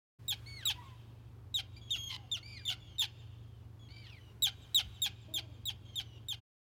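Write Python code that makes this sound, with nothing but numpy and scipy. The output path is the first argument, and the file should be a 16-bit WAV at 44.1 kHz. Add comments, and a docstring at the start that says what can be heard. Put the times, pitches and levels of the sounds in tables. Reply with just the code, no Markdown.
"""Terns give sharp 'kip' calls over a harbour shore: a whistle from the two sides of the syrinx snaps on,
falls and breaks into a rasp, slow pulses ringing the throat. One holds a harsh cry; others scream and
whistle further off, and a gull and a low coo sound in the distance. The shore throws back a faint echo
and a thin tail. Underneath, a far engine drones in three low tones, a faint hiss comes and goes,
and light wind now and then bumps the microphone."""
import sys
import numpy as np
from scipy import signal
from scipy.fft import rfft, irfft, next_fast_len
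from scipy.io import wavfile
from scipy.ndimage import uniform_filter1d, map_coordinates

SR = 44100
rng = np.random.default_rng(int(sys.argv[2]) if len(sys.argv) > 2 else 0)


def int16_out(signal):
    """Quantize to a 16-bit WAV file."""
    q = np.round(np.clip(np.atleast_2d(signal).T, -1, 1) * 32767)
    wavfile.write(sys.argv[1], SR, q.astype(np.int16))


N = 298998
TIME = np.arange(N) / SR

# The near kips. Each row: start in seconds, top pitch in Hz, whistle length in seconds, level in dB,
# swell of the fundamental over the fall in dB, brightness in dB per overtone, rasp level in dB.
KIPS = [(0.28, 3782, 0.041, -36.5, 5.5, 3.5, -36), (0.653, 3850, 0.047, -31.5, 0, 2, -32),
        (1.541, 3800, 0.046, -31, -5, -2.5, -36.5), (1.905, 3682, 0.052, -32.5, -5, -4.7, -42.5),
        (2.314, 3633, .053, -33, -9.5, -5, -44), (2.652, 3587, 0.049, -39.5, 3.5, -2, -36),
        (2.677, 3570, .044, -33.5, -8, -2, -39.5), (2.982, 3720, 0.036, -37.5, 7, -3, -36.5),
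        (2.993, 3663, .043, -32.5, 0, 1.5, -36.5), (4.421, 3833, 0.047, -28, -2, 2.1, -31.5),
        (4.745, 3844, .048, -25, -3.5, -.5, -33), (5.018, 3742, .041, -30.5, -5, 2, -32),
        (5.338, 3666, 0.041, -37, 5.5, 2.7, -36), (5.654, 3820, .043, -39.5, 7, 3, -41.5),
        (5.956, 3697, 0.043, -37.5, 4.5, 0, -40.5), (6.284, 3720, 0.043, -39, 3.5, 1.5, -42)]
# Harmonics 2 to 4 of a kip. Each row: level in dB before brightness is added, change over the fall in dB.
KIP_OVERTONES = [(-12, -6.5), (-19.5, -15), (-17.5, -12.5)]
# The resonances of throat and beak that shape the rasp. Each row: frequency in Hz, gain in dB.
THROAT_EQ = [(400, -17.5), (800, -10), (1200, -8), (1700, -9), (2400, -3), (3100, 4.5), (4500, -4),
             (6200, -17.5), (7600, -24.5), (10500, -24.5), (13500, -29), (15500, -32.5)]
# 'Kee-arr' screams. Each row: start, length, rise time and end of the hold in seconds, pitch in Hz,
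# level in dB, level change during the fall in dB per second, starting roughness from 0 to 1.
SCREAMS = [(.459, 0.23, .007, 0.13, 2253, -53, 23.5, 0.05), (1.763, 0.036, .002, .06, 2380, -55, 0, 0.25),
           (2.426, .21, .013, 0.14, 2367, -55.5, -110, 0.1),
           (2.47, 0.23, 0.0018, 0.18, 2483, -61.5, -5, 0.16),
           (3.885, .24, .035, .16, 2400, -60.5, -25, 0.51)]
# A near tern holds a high whistle and breaks into a rattle. The row reads like a scream's.
HARSH_CALL = [(1.893, .287, 0.012, .19, 3330, -47.5, 3.5, 0.13)]
# Faint tern whistles, and the steeply falling end of a scream at 4.085 s. Each row: start and length in
# seconds, pitch in Hz, sag as a share of the pitch per second, level in dB, roughness from 0 to 1.
FAINT_NOTES = [(1.811, 0.11, 3400, 0.4, -62.5, 0.2), (2.80, 0.19, 3520, .8, -66, .35),
               (3.34, 0.34, 3550, 0.65, -81, .25), (3.792, 0.099, 3400, 0.48, -66.5, 0.2),
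               (4.085, .12, 3050, 4.2, -61.5, .45), (4.19, .15, 3090, 0.72, -71, .45),
               (5.85, 0.35, 3297, 0.43, -65.5, .45)]
# A far gull's notes. The rows read like the faint notes'.
GULL_NOTES = [(.755, 0.095, 992, 0.66, -54, 0.3), (.82, 0.16, 1133, 1.06, -59, 0),
              (2.12, 0.16, 910, 1.4, -57, .75)]
# A faint low coo. The row reads like a scream's.
COO = [(5.28, 0.367, .025, .19, 331, -66.5, -39, 0.032)]
# The tone of each voice. Each entry: a harmonic's gain in dB, from the fundamental up.
SCREAM_HARMONICS_DB = [-3, -0.5, -16.5, -18, -23.5]
HIGH_VOICE_HARMONICS_DB = [1.5, -5.5, -26.5, -16.5]
GULL_HARMONICS_DB = [-0.5, -13]
COO_HARMONICS_DB = [1, -1, -12]
# The far engine's drone. Each row: frequency in Hz, level in dB.
ENGINE_TONES = [(64.6, -66.5), (91.6, -59.5), (115.3, -55)]
# The spectrum of rumble and open air. Each row: frequency in Hz, relative level in dB.
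AIR_EQ = [(22, -28.5), (42, -13), (64, 0.5), (80, -0.5), (105, -3), (140, -6.5), (190, -13.5), (330, -15),
          (560, -24.5), (1100, -27.5), (2000, -42), (4000, -43.5), (9000, -59.5), (16000, -50.5)]
# Swells in the faint hiss. Each row: peak time and half width in seconds, level in dB.
HISS_SWELLS = [(0.581, 0.26, -69.5), (4.2, 0.14, -78.5), (4.8, 0.13, -71.5)]
# Wind bumps. Each row: peak time in seconds, centre in Hz, level in dB, half width in seconds.
WIND_BUMPS = [(.678, 300, -60, .006), (4.875, 62, -50, .03), (4.865, 160, -60, .02), (5.10, 185, -60, .015),
              (5.275, 150, -58, .015)]
# The master fader. Each row: time in seconds, gain from 0 to 1.
FADER = [(.187, 0), (.195, 1), (6.385, 1), (6.405, 0)]


def kip(top_hz, length, db, swell_db, bright_db, rasp_db, hold=.221, twin_gain=.53, twin_lag_s=.00489):
    """A whistle snaps on, holds, falls, and breaks into a rasp near a quarter of its final pitch."""
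    t = np.arange(SR // 8) / SR
    progress = t / length
    end_hz = top_hz * (1 - 10 * (length - .026))  # longer kips fall further

    def syrinx_side(lag_s):
        """One side of the syrinx; it starts slightly sharp, and its overtones fade as the pitch falls."""
        fall = ease(((t - lag_s) / length - hold) / (1.08 - hold))
        wobble = .02 * np.exp(-t / .003) + .005 * wander(t, 300) + (.003 + .008 * fall) * wander(t, 1500)
        phase = phase_of((top_hz + (end_hz - top_hz) * fall) * (1 + wobble))
        tone = np.sin(phase)
        for k, (base_db, fade_db) in enumerate(KIP_OVERTONES, 2):
            overtone_db = base_db + (k - 1) * bright_db + (fade_db - swell_db) * fall
            tone += undb(overtone_db + 3.5 * wander(t, 220)) * np.sin(k * phase)
        return np.sqrt(2) * undb(db + swell_db * fall + wander(t, 130)) * tone

    # the second side joins late and trails in pitch, so the two beat on the way down
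    twin = twin_gain * ease((progress - .28) / .3)
    whistle = syrinx_side(0) + twin * syrinx_side(twin_lag_s * rng.uniform(.93, 1.1))
    whistle /= np.sqrt(1 + twin ** 2)
    # air hisses at the snap and again as the tone frays
    snap = undb(db - 12) * np.exp(-t / .003)
    fray = undb(rasp_db - 14) * ease((progress - .35) / .65)
    breath = noise(len(t), [(1200, -28), (2800, .5), (7000, -6), (10000, -15), (15000, -11.5)])
    whistle += (snap + fray) * breath
    whistle *= ease(t / .002) * (1 - .2 * np.exp(-t / .008)) * ease((length + .004 - t) / .008)
    # the rasp takes over and the beak shuts on it
    after = np.maximum(t - length, 0)
    rasp_envelope = ease((t - length + .002) / .005) * np.exp(-(after / .021) ** 2.4)
    pulse_hz = end_hz * rng.uniform(.265, .295) * np.exp(-7 * after)
    return whistle + undb(rasp_db) * rasp_envelope * rasp(t, pulse_hz, jitter=rng.uniform(.04, .09))


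def rasp(t, hz, jitter, harmonics=18):
    """The syrinx drops to slow uneven pulses that ring the throat; the treble is mostly gated hiss."""
    phase = phase_of(hz * (1 + jitter * wander(t, 1600)))
    # each overtone lags and flickers on its own, as the throat smears every pulse
    pulses = unit(sum(np.cos(k * phase + lag) * undb(2.5 * wander(t, 180))
                      for k, lag in enumerate(rng.uniform(0, np.pi, harmonics), 1)))
    hiss = eq(rng.standard_normal(SR)[:len(t)], [(1000, -14), (3500, 0), (9000, 3)])
    gate = 1 + np.cos(phase)
    source = (pulses + .6 * hiss * gate) * undb(2 * wander(t, 500))
    return unit(eq(source, THROAT_EQ))


def tern_kips(echo_s=.195):
    """The near kips, and their single dull echo off the shore as a separate layer."""
    direct, echo = np.zeros(N), np.zeros(N)
    for start, *shape in KIPS:
        call = kip(*shape)
        add(direct, start, call)
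        add(echo, start + echo_s, call)
    return direct, eq(echo, [(1000, -24.5), (3700, -40), (7500, -36.5), (12000, -48.5)])


def tern_cries():
    """The terns' longer voices: screams, one harsh near call and faint sinking notes, with some rasp."""
    screams = arched_calls(SCREAMS, scoop=.12, sag_per_s=.22, fall_per_s=6.8, bend_s=.011,
                           hoarsen=.28, break_s=.028, onset_db=-1)
    harsh = arched_calls(HARSH_CALL, scoop=.25, sag_per_s=.12, fall_per_s=.8, bend_s=.0024,
                         hoarsen=.9, break_s=.029, onset_db=-12)
    faint = sagging_calls(FAINT_NOTES, fade_db=-2)
    return (cries(screams, SCREAM_HARMONICS_DB, flutter_db=1.2, waver=.003, rasp_mix=1.3, near_db=-49)
            + cries(harsh + faint, HIGH_VOICE_HARMONICS_DB,
                    flutter_db=.95, waver=.007, rasp_mix=1.3, near_db=-45.5))


def arched_calls(rows, scoop, sag_per_s, fall_per_s, bend_s, hoarsen, break_s, onset_db):
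    """Curves for calls that scoop up to pitch, hold, then bend down, gaining `hoarsen` in roughness."""
    calls = []
    for start, length, rise, held, hz, db, fade_db_per_s, rough in rows:
        t = np.arange(int(length * SR)) / SR
        onset = np.exp(-t / rise)
        falling_s = bend_s * np.logaddexp(0, (t - held) / bend_s)  # the hold rounds off into the fall
        pitch = hz * (1 - scoop * onset) * np.exp(-sag_per_s * t - fall_per_s * falling_s)
        level_db = db + onset_db * onset + fade_db_per_s * falling_s
        calls.append((start, t, pitch, level_db, rough + hoarsen * ease(falling_s / break_s)))
    return calls


def sagging_calls(rows, fade_db):
    """Curves for plain notes that sink and fade evenly."""
    calls = []
    for start, length, hz, sag_per_s, db, rough in rows:
        t = np.arange(int(length * SR)) / SR
        calls.append((start, t, hz * np.exp(-sag_per_s * t), db + fade_db * t / length, rough))
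    return calls


def cries(calls, harmonics_db, flutter_db, waver, rasp_mix, near_db):
    """A harmonic voice follows each call's curves; roughness shakes its pitch and blends in any rasp."""
    out = np.zeros(N)
    for start, t, hz, db, rough in calls:
        rough = np.clip(rough, 0, 1)
        wobble = waver * wander(t, 200) + .06 * rough * wander(t, 900)
        phase = phase_of(uniform_filter1d(hz, size=500) * (1 + wobble))
        sag = hz / hz.max()  # overtones weaken as the pitch sags
        flicker_db = flutter_db + 2.7 * rough
        tone = sum(undb(base_db + flicker_db * wander(t, 110)) * sag ** (k - 1) * np.sin(k * phase)
                   for k, base_db in enumerate(harmonics_db, 1))
        rattle = undb(3.5 * rough ** 2 * wander(t, 170)) * rasp(t, hz / 3, jitter=.02 + .05 * rough ** 2)
        voice = np.sqrt(2 - 2 * rough ** 2) * tone + rasp_mix * rough * rattle
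        # calls fainter than near_db come from further off, and the air takes their treble
        loss_db = max(near_db - db.max(), 0)
        voice = eq(voice, [(4000, 0), (7000, -.35 * loss_db), (13000, -loss_db)])
        fades = ease(t / .005) * ease((t[-1] - t) / .025)
        add(out, start, voice * fades * undb(db + 2 * flutter_db * wander(t, 130)))
    return out


def far_birds():
    """A gull's sinking notes and one low, wavering coo, both without rasp."""
    gull = sagging_calls(GULL_NOTES, fade_db=-7)
    coo = arched_calls(COO, scoop=.137, sag_per_s=.145, fall_per_s=2.9, bend_s=.014,
                       hoarsen=0, break_s=.04, onset_db=4)
    return (cries(gull, GULL_HARMONICS_DB, flutter_db=1, waver=.0095, rasp_mix=0, near_db=-50)
            + cries(coo, COO_HARMONICS_DB, flutter_db=2, waver=.032, rasp_mix=0, near_db=-50))


def shore_reverb(send, ground_t60_s=.15, ground_db=-21, tail_t60_s=1.6, tail_db=-24):
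    """Rough ground scatters the calls at once; walls and slopes return a thin, patchy, dull tail."""
    t = np.arange(3 * SR // 2) / SR
    ground = unit(rng.standard_normal(len(t)) * undb(-60 * t / ground_t60_s) * ease(t / .027))
    reflections = rng.standard_normal(len(t)) * (rng.random(len(t)) < 300 / SR)  # about 300 a second
    scatter = unit(reflections) + .5 * rng.standard_normal(len(t))
    tail = unit(scatter * undb(-60 * t / tail_t60_s) * ease(t / .029))
    response = (undb(ground_db) * ground + undb(tail_db) * tail) / np.sqrt(len(t))
    wet = signal.fftconvolve(send, response)[:N]
    return eq(wet, [(500, 4.5), (2100, 6), (2900, 6.5), (3300, -3.5), (3800, -8.5), (4600, 4),
                    (6500, -1), (7700, -16), (11000, -15), (15000, -33)])


def far_engine():
    """A distant engine drones on low tones, each drifting a little in level and phase."""
    drone = np.zeros(N)
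    for hz, db in ENGINE_TONES:
        gain = np.sqrt(2) * undb(db + 1.3 * wander(TIME, 4.73))
        drone += gain * np.sin(2 * np.pi * hz * TIME + .83 * wander(TIME, 1.9))
    return drone


def light_wind(level_db=-58):
    """A bed of low rumble and open air that stirs gently with the breeze."""
    breeze_db = .4 * wander(TIME, 2) + .7 * wander(TIME, 14)
    return noise(N, AIR_EQ) * undb(level_db + breeze_db)


def faint_hiss(floor_db=-75):
    """A soft, steady hiss with a few brief swells."""
    hiss = noise(N, [(1500, 9.5), (4000, 1.5), (7000, -4), (16000, -6)])
    swells = sum(undb(db) * np.exp(-.5 * ((TIME - peak) / width) ** 2) for peak, width, db in HISS_SWELLS)
    return hiss * (undb(floor_db) + swells)


def wind_bumps():
    """Wind hits the microphone in short, low puffs."""
    out = np.zeros(N)
    t = np.arange(-SR // 8, SR // 8) / SR
    for peak, hz, db, width in WIND_BUMPS:
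        puff = noise(len(t), [(hz / 3, -30), (hz, 0), (hz * 3, -35), (hz * 10, -70)])
        add(out, peak + t[0], undb(db) * puff * np.exp(-.5 * (t / width) ** 2))
    return out


def undb(db):
    """Decibels to gain."""
    return 10 ** (np.asarray(db) / 20)


def unit(x):
    """Scale to rms 1."""
    return x / np.sqrt(np.mean(x ** 2) + 1e-20)


def eq(x, points):
    """Filter with an EQ curve drawn through (Hz, dB) points."""
    hz, db = np.transpose(points)
    size = next_fast_len(len(x) + 512)
    bin_hz = np.maximum(np.arange(size // 2 + 1) * SR / size, 1)
    gain = undb(np.interp(np.log(bin_hz), np.log(hz), db))
    return irfft(rfft(x, size) * gain, size)[:len(x)]


def noise(samples, points):
    """Noise at rms 1, coloured by an EQ curve."""
    return unit(eq(rng.standard_normal(samples), points))


def wander(t, rate):
    """A smooth random modulator, spread near 1, that changes `rate` times a second."""
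    return map_coordinates(rng.standard_normal(2048), [(t - t[0]) * rate], order=2, mode="wrap")


def ease(u):
    """Smooth step from 0 to 1."""
    return .5 - .5 * np.cos(np.pi * np.clip(u, 0, 1))


def phase_of(hz):
    """Phase of a moving pitch."""
    return 2 * np.pi * np.cumsum(hz) / SR


def add(out, start, x):
    """Mix a sound in at `start` seconds."""
    i = int(start * SR)
    out[i:i + len(x)] += x[:len(out) - i]


def scene():
    """The mono mix: terns in front, gull and coo deeper in the reverb, the harbour bed underneath."""
    kips, echo = tern_kips()
    terns = kips + tern_cries()
    distant = far_birds()
    reverb = shore_reverb(terns + 1.9 * distant)
    bed = far_engine() + light_wind() + faint_hiss() + wind_bumps()
    return (terns + echo + distant + reverb + bed)[None]


def record(dry):
    """Fade quickly in and out, then cut the top steeply at 16 kHz."""
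    faded = dry * np.interp(TIME, *np.transpose(FADER))
    return signal.sosfilt(signal.ellip(8, .2, 70, 16000, fs=SR, output="sos"), faded)


dry = scene()
out = record(dry)
int16_out(out)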